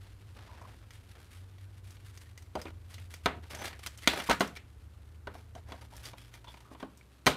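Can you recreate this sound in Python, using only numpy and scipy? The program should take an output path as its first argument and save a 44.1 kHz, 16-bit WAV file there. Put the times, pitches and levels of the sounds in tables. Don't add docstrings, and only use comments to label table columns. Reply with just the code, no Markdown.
import sys
import numpy as np
from scipy import signal
from scipy.fft import rfft, irfft
from scipy.io import wavfile

SR = 44100
rng = np.random.default_rng(int(sys.argv[2]) if len(sys.argv) > 2 else 0)


def digitize_waveform(pressure):
    field = np.atleast_2d(pressure).T
    bounded = np.clip(field, -1, 1)
    quanta = np.round(bounded * 32767).astype(np.int16)
    wavfile.write(sys.argv[1], SR, quanta)


N = 324576

# pitch_hz, relative_db, t60_s
CASE_MODES = [(636, -16.5, 0.016), (665, -8.5, 0.041), (820, 1, 0.035), (955, 3, 0.05), (1282, -3, 0.021),
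              (1520, -4.5, 0.034), (1694, 0, 0.032), (1920, -12, 0.011), (2150, -13.5, 0.042),
              (2350, 8.5, 0.015), (2520, -13.5, 0.12), (2830, -4.5, 0.021), (3080, -6.5, 0.11),
              (3330, 3.5, 0.015), (3400, -8.5, 0.08), (3690, 2, 0.021), (4055, -2.5, 0.012),
              (4675, 2.5, 0.037), (5050, 2.5, 0.03), (5460, 1, 0.044), (5800, -4.5, 0.048),
              (6180, 2, 0.024), (7270, -3.5, .012), (9800, -13.5, 0.033), (10940, -15.5, 0.017)]


def from_db(db):
    return 10 ** (np.asarray(db) / 20)


def rms_one(x):
    return x / np.sqrt(np.mean(x ** 2) + 1e-20)


def in_time(rows):
    time_s, *columns = np.transpose(rows)
    return [np.interp(np.arange(N) / SR, time_s, column) for column in columns]


def at_pitch(hz, points_hz, values):
    return np.interp(np.log(hz), np.log(points_hz), values)


def drift(rate_hz):
    hop, settle = 40, 2000
    pole = np.exp(-2 * np.pi * rate_hz * hop / SR)
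    noise = rng.standard_normal(N // hop + settle + 2)
    slow = signal.lfilter([1], [1, -2 * pole, pole * pole], noise)[settle:]
    return np.interp(np.arange(N) / hop, np.arange(len(slow)), rms_one(slow))


def band(x, low_hz, high_hz):
    return signal.sosfilt(signal.butter(2, [low_hz, high_hz], "band", fs=SR, output="sos"), x + 1e-18)


def ring(x, hz, t60_s):
    pole, angle = from_db(-60 / (t60_s * SR)), 2 * np.pi * hz / SR
    return signal.lfilter([0, np.sin(angle)], [1, -2 * pole * np.cos(angle), pole * pole], x + 1e-18)


def coloured(spectrum):
    bins_hz = np.maximum(np.fft.rfftfreq(N, 1 / SR), 1)
    gains = from_db(at_pitch(bins_hz, *np.transpose(spectrum)))
    return rms_one(irfft(rfft(rng.standard_normal(N)) * gains, N))


def laid_out(starts, bursts, gains):
    out = np.zeros(N + bursts.shape[1])
    for start, burst, gain in zip(starts, bursts, gains):
        out[start:start + len(burst)] += gain * burst
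    return out[:N]


def room_tone(level_db=-64.5):
    # frequency_hz, relative_db
    hush = [(76, -35), (130, 0), (172, -6), (322, -8.5), (651, -16.5), (1370, -19), (3330, -31.5),
            (13600, -34.5), (16000, -47)]
    return from_db(level_db) * coloured(hush)


def engine_note(course):
    pitch_hz, level_db = in_time(course)
    height = np.sqrt(2) * from_db(level_db + 0.9 * drift(14))
    return height * np.sin(2 * np.pi * np.cumsum(pitch_hz + 2.8 * drift(5.26)) / SR)


def traffic():
    # frequency_hz, relative_db
    rumble_spectrum = [(8.8, -64.5), (15, -27.5), (60, 4.5), (81, 2), (111, 3), (127, -9), (140, -33),
                       (170, -17), (220, -62), (370, -120)]
    # time_s, level_db
    rumble_level = [(0, -53), (1.2, -57), (3.0, -54), (4.2, -59.5), (5.9, -55.5), (7.36, -71.5)]
    # time_s, pitch_hz, level_db
    wandering = [(0, 88, -69), (1.2, 84, -57), (1.5, 94.27, -49), (2.0, 99, -53), (2.4, 81.5, -55),
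                 (3.05, 88.74, -49.5), (3.3, 77, -50), (3.9, 76.14, -54.5), (4.4, 71.6, -58.5),
                 (4.85, 77.2, -53.5), (5.7, 78.9, -53), (5.95, 60.1, -59.5), (6.4, 58, -60.5),
                 (7.36, 71.4, -63)]
    holding = [(0, 98.7, -54.5), (1.6, 103.7, -69.5), (2.6, 105.4, -59.5), (5.6, 105.3, -59),
               (6.1, 116.4, -58.5), (7.36, 110.2, -71)]
    rumble = from_db(in_time(rumble_level)[0]) * coloured(rumble_spectrum)
    return engine_note(wandering) + engine_note(holding) + rumble


def wall_echoes(x, t60_s=0.35, wall_cut_hz=4600):
    out, dull = np.zeros(N), np.exp(-2 * np.pi * wall_cut_hz / SR)
    for k, lag in enumerate((np.geomspace(.007, .037, 10) * SR).astype(int)):
        loop, gain, state = x.copy(), from_db(-60 * lag / SR / t60_s), [0.]
        for i in range(lag, N, lag):
            echo, state = signal.lfilter([gain * (1 - dull)], [1, -dull], loop[i - lag:i], zi=state)
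            loop[i:i + lag] += echo[:N - i]
        out += (loop - x) * (-1) ** k
    return out


def micro_slips(per_s, spread_db):
    sizes = from_db(spread_db * np.minimum(rng.exponential(1, N), 5)) * rng.choice([-1, 1], N)
    return sizes * (rng.random(N) < per_s * from_db(3.0 * drift(40)) / SR)


def swells(length_ms):
    t = np.arange(8000) / SR
    progress = np.clip((t + 0.0029) / (length_ms[:, None] / 1000 + 0.0047), 0, 1)
    return np.sin(np.pi * progress ** 0.56) ** 1.8


def squeaks_and_rings(t60_s=0.02):
    # start_s, length_ms, pitch_hz, level_db
    brief_tones = [(0.47, 130, 975, -58.5), (0.62, 79, 1065, -56.5), (1.3, 70, 1270, -69),
                   (1.63, 69, 1550, -66), (2.25, 61, 1880, -67), (2.38, 39, 2080, -69),
                   (2.56, 55, 748, -41), (2.66, 28, 2480, -50.5), (3.28, 146, 710, -50),
                   (3.55, 160, 4700, -74), (3.58, 84, 6110, -53), (4.03, 99, 2050, -49.5),
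                   (4.56, 36, 2250, -52), (5.55, 54, 710, -52), (5.72, 32, 720, -44),
                   (5.82, 130, 4700, -84), (5.92, 40, 893, -53.5), (6.47, 70, 3450, -54.5),
                   (6.47, 57, 950, -54), (6.64, 130, 1222, -63)]
    start_s, length_ms, pitch_hz, level_db = np.transpose(brief_tones)
    swell = swells(length_ms)
    clicks = micro_slips(1500, spread_db=3.0)[:swell.shape[1]]
    tones = np.array([rms_one(ring(np.roll(clicks, 400 * k), hz, t60_s))
                      for k, hz in enumerate(pitch_hz)])
    return laid_out((start_s * SR).astype(int), tones * swell, from_db(level_db))


def rubbing(case_taken_s=3.4):
    # start_s, length_ms, drag_db, rustle_db
    strokes = [(0.039, 82, -64.5, -95), (0.348, 172, -57.5, -102), (0.449, 310, -59.5, -107),
               (0.573, 300, -59, -80), (0.81, 66, -60, -101), (0.908, 110, -79, -68), (1.031, 25, -63, -73),
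               (1.079, 61, -65, -71), (1.14, 110, -61, -97), (1.189, 110, -68, -67),
               (1.297, 186, -78, -66.5), (1.61, 79, -79, -77), (1.78, 8.3, -79, -70),
               (1.828, 200, -73, -69.5), (2.046, 89, -82, -64), (2.132, 59, -79, -62),
               (2.199, 150, -73, -68.5), (2.576, 100, -55, -70), (2.66, 69, -53, -73),
               (2.892, 100, -62, -62.5), (2.97, 135, -64, -66), (3.099, 85, -66, -61.5),
               (3.235, 71, -77, -61), (3.428, 69, -57.5, -92), (3.497, 57, -53, -55), (3.529, 72, -46, -64),
               (3.588, 128, -44.5, -56.5), (3.636, 74, -53, -51), (3.7, 51, -53, -85),
               (3.791, 7.6, -55, -59), (3.832, 34, -75, -55.5), (3.862, 20.4, -66, -42.5),
               (4.02, 74, -62.5, -63.5), (4.109, 174, -40.5, -51), (4.262, 34, -63.5, -51),
               (4.297, 58, -24, -54), (4.429, 47, -46.5, -58.5), (4.552, 38, -80, -61),
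               (5.339, 90, -57, -66), (5.561, 82, -62.5, -81), (5.661, 205, -57.5, -73),
               (5.811, 67, -58.5, -67), (5.902, 186, -59.5, -66), (6.031, 53, -68, -56),
               (6.055, 83, -54.5, -53.5), (6.168, 137, -77, -62), (6.318, 97, -64.5, -68.5),
               (6.469, 140, -82, -71.5), (6.701, 59, -60.5, -70.5), (6.796, 74, -54.5, -68.5)]
    # time_s, relative_db
    handling = [(0.0, -59.5), (2.95, -63.5), (4.37, -48.5), (4.59, -64), (7.36, -63.5)]
    start_s, length_ms, drag_db, rustle_db = np.transpose(strokes)
    scrape_db = np.maximum(drag_db - 16, rustle_db + 2.5)
    starts, swell = (start_s * SR).astype(int), swells(length_ms)

    def envelope(level_db):
        return laid_out(starts, swell, from_db(level_db))

    fidget = from_db(in_time(handling)[0] + 0.83 * drift(4.5))
    slips = rms_one(micro_slips(5000, spread_db=3.4))
    slips *= from_db(2.0 * drift(60))
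    drag = envelope(drag_db) * rms_one(band(slips, 150, 1900))
    scrape = (envelope(scrape_db) + 0.39 * fidget) * rms_one(band(slips, 1000, 4500))
    rustle = (envelope(rustle_db) + 0.18 * fidget) * rms_one(band(slips, 3000, 11000))
    out = drag + scrape + rustle
    wake_db = np.where(start_s < case_taken_s, -43, -33)
    spot_db = 4.0 * rng.standard_normal((len(starts), len(CASE_MODES)))
    for k, (hz, mode_db, t60_s) in enumerate(CASE_MODES):
        stroke_db = drag_db if hz < 1200 else scrape_db if hz < 4500 else rustle_db
        out += ring(slips * envelope(stroke_db + mode_db + wake_db + spot_db[:, k]), hz, t60_s)
    return out


def knocks(contact_decay_s=0.00262, contact_rise_s=0.00247, first_impact=3.0, clatter_db=-18.5):
    # start_s, knock_db, clank_db, snap_db, favoured_hz
    contacts = [(0.614, -41.5, -69, -54, 890), (0.9068, -65, -43, -49.5, 1670),
                (1.5835, -70, -53, -63, 1570), (1.9066, -85, -54, -46.5, 1750),
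                (1.9686, -85, -50.5, -64, 3250), (2.1753, -70, -45.5, -45.5, 1830),
                (2.3766, -82, -43.5, -43.5, 2120), (2.4229, -66, -49, -50, 1000),
                (2.5539, -23.5, -32, -44, 575), (2.616, -57, -42, -39.5, 2240),
                (2.6553, -34.5, -37, -63, 298), (2.9419, -79, -39.5, -43.5, 4170),
                (2.982, -55, -40, -55, 2600), (3.14, -49, -39, -38, 2300),
                (3.2593, -14.5, -14.5, -35, 1420), (3.5492, -51, -37, -35, 2200),
                (3.656, -51, -32, -34, 4000), (3.6785, -53, -30.5, -40.5, 1480),
                (3.7299, -43, -35.5, -74, 1960), (3.7918, -54, -63, -49, 2000),
                (3.871, -44, -37, -35.5, 1930), (3.9755, -65, -52, -44, 9200), (3.985, -64, -46, -47, 3000),
                (4.022, -62.5, -48, -53, 2000), (4.0747, -17.5, -6.5, -18.5, 3515),
                (4.2009, -33.5, -21, -38, 1300), (4.2396, -55, -40, -38, 1980),
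                (4.29, -21.5, -44, -45, 996), (4.2966, -17.5, -17, -26, 230), (4.3136, -21, -14, -28, 1490),
                (4.398, -66, -50, -40, 8000), (4.407, -14.5, -15.5, -27, 1570),
                (4.416, -24.5, -22, -32.5, 294), (4.4752, -42, -44, -41, 1260),
                (4.5702, -54.5, -35, -48, 2200), (5.272, -29, -33, -55, 1460),
                (5.3532, -45, -59, -64.5, 845), (5.552, -40, -43.5, -52.5, 6200),
                (5.6865, -47, -57, -56, 838), (5.7211, -34.5, -33, -51, 793), (5.8117, -65, -53, -61, 4600),
                (5.966, -62, -46, -43.5, 11000), (6.0545, -59, -37, -39.5, 4850),
                (6.1336, -40.5, -43, -62, 860), (6.182, -72, -48.5, -69, 2410),
                (6.34, -76, -45, -48.5, 2070), (6.444, -50.5, -41.5, -56, 939),
                (6.4812, -59, -45, -58, 3300), (6.5417, -47.5, -46, -60, 920),
                (6.5722, -53.5, -44, -61, 950), (6.605, -54, -45.5, -52.5, 985),
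                (6.7144, -41.5, -66, -61, 302), (6.749, -46.5, -45, -80, 980), (6.8037, -51, -40, -56, 958),
                (6.8281, -28, -36.5, -69, 240), (6.974, -78, -80, -48, 1012), (7.011, -64, -55, -72, 2350),
                (7.2611, -28, -25.5, -27, 2820), (7.267, -14, -10, -18.5, 4060),
                (7.2709, -18.5, -12, -28, 202), (7.2748, -13.5, -13, -25, 1260)]
    # frequency_hz, relative_db
    crack_spectrum = [(170, -6.5), (350, -11.5), (800, -7.5), (2500, -16), (8000, -8.5), (15000, -18.5)]
    # frequency_hz, t60_s
    clatter_decay = [(200, 0.76), (700, 0.096), (2500, 0.27), (8000, 0.21)]
    # pitch_hz, relative_db, t60_s
    bench_modes = [(60, 1.5, 0.16), (125, -33, 0.24), (206, -9.5, 0.16), (270, -5.5, 0.17), (320, -6, 0.18),
                   (403, -4.5, 0.067), (507, -17.5, 0.018)]
    start_s, knock_db, clank_db, snap_db, favoured_hz = np.transpose(contacts)
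    thud_db = knock_db - 14
    colours_db = np.transpose([thud_db, knock_db, knock_db, clank_db, clank_db, snap_db])
    colour_hz = [300, 550, 1100, 1900, 3300, 5500]
    starts, t = (start_s * SR).astype(int), np.arange(6000) / SR
    widths = np.cumsum([len(t), len(t), len(bench_modes), len(CASE_MODES)])
    chance = rng.standard_normal((len(starts), widths[-1]))
    impact_noise, clatter_noise, bench_spot, case_spot = np.hsplit(chance, widths[:-1])
    contact_fade = np.exp(-t / contact_decay_s)
    showers = impact_noise * contact_fade * (1 - np.exp(-t / contact_rise_s))
    showers[:, 0] = first_impact

    def strength_db(hz, boost_db, octaves):
        broad_db = [at_pitch(hz, colour_hz, colour) for colour in colours_db]
        return broad_db + boost_db * np.exp(-(np.log2(hz / favoured_hz) / octaves) ** 2)

    def struck(height_db, hz, t60_s):
        heads = showers[:, :2000]
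        push_at_pitch = np.abs(heads @ np.exp(2j * np.pi * hz * t[:2000]))
        drive = push_at_pitch + .3 * np.linalg.norm(heads, axis=1)
        return ring(laid_out(starts, heads, from_db(height_db) / drive), hz, t60_s)

    out = np.zeros(N)
    for low_hz in 140 * 2 ** np.arange(0, 7, .5):
        high_hz = min(low_hz * np.sqrt(2), 15800)
        hz = np.sqrt(low_hz * high_hz)
        t60_s = at_pitch(hz, *np.transpose(clatter_decay))
        clatter_fade = from_db(clatter_db - 60 * t / t60_s) * (1 - np.exp(-t / 0.001))
        cracks = showers + clatter_noise * clatter_fade
        cracks = band(band(cracks, low_hz, high_hz), low_hz, high_hz)
        full_energy = np.sum(contact_fade ** 2 + clatter_fade ** 2)
        cracks *= np.sqrt(full_energy / np.sum(cracks ** 2, axis=1))[:, None]
        crack_db = strength_db(hz, boost_db=6, octaves=.4) + at_pitch(hz, *np.transpose(crack_spectrum))
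        out += laid_out(starts, cracks, from_db(crack_db))
    for (hz, mode_db, t60_s), spot in zip(CASE_MODES, case_spot.T[::-1]):
        height_db = strength_db(hz, boost_db=12, octaves=.1) + mode_db - 13.94 + 2.5 * spot
        out += struck(height_db, hz, min(t60_s, .06))
    for (hz, mode_db, t60_s), spot in zip(bench_modes, bench_spot.T):
        height_db = strength_db(hz, boost_db=12.7, octaves=.44) + mode_db + 2 * spot
        out += struck(height_db, hz, t60_s)
    return band(out, 70, 18000)


def scene():
    direct = knocks()
    room = from_db(-25) * wall_echoes(direct) + room_tone()
    return (direct + rubbing() + squeaks_and_rings() + traffic() + room)[None, :]


def record(dry):
    stop_hz, stop_db = 16789, 70
    return signal.sosfilt(signal.cheby2(12, stop_db, stop_hz, fs=SR, output="sos"), dry)


dry = scene()
out = record(dry)
digitize_waveform(out)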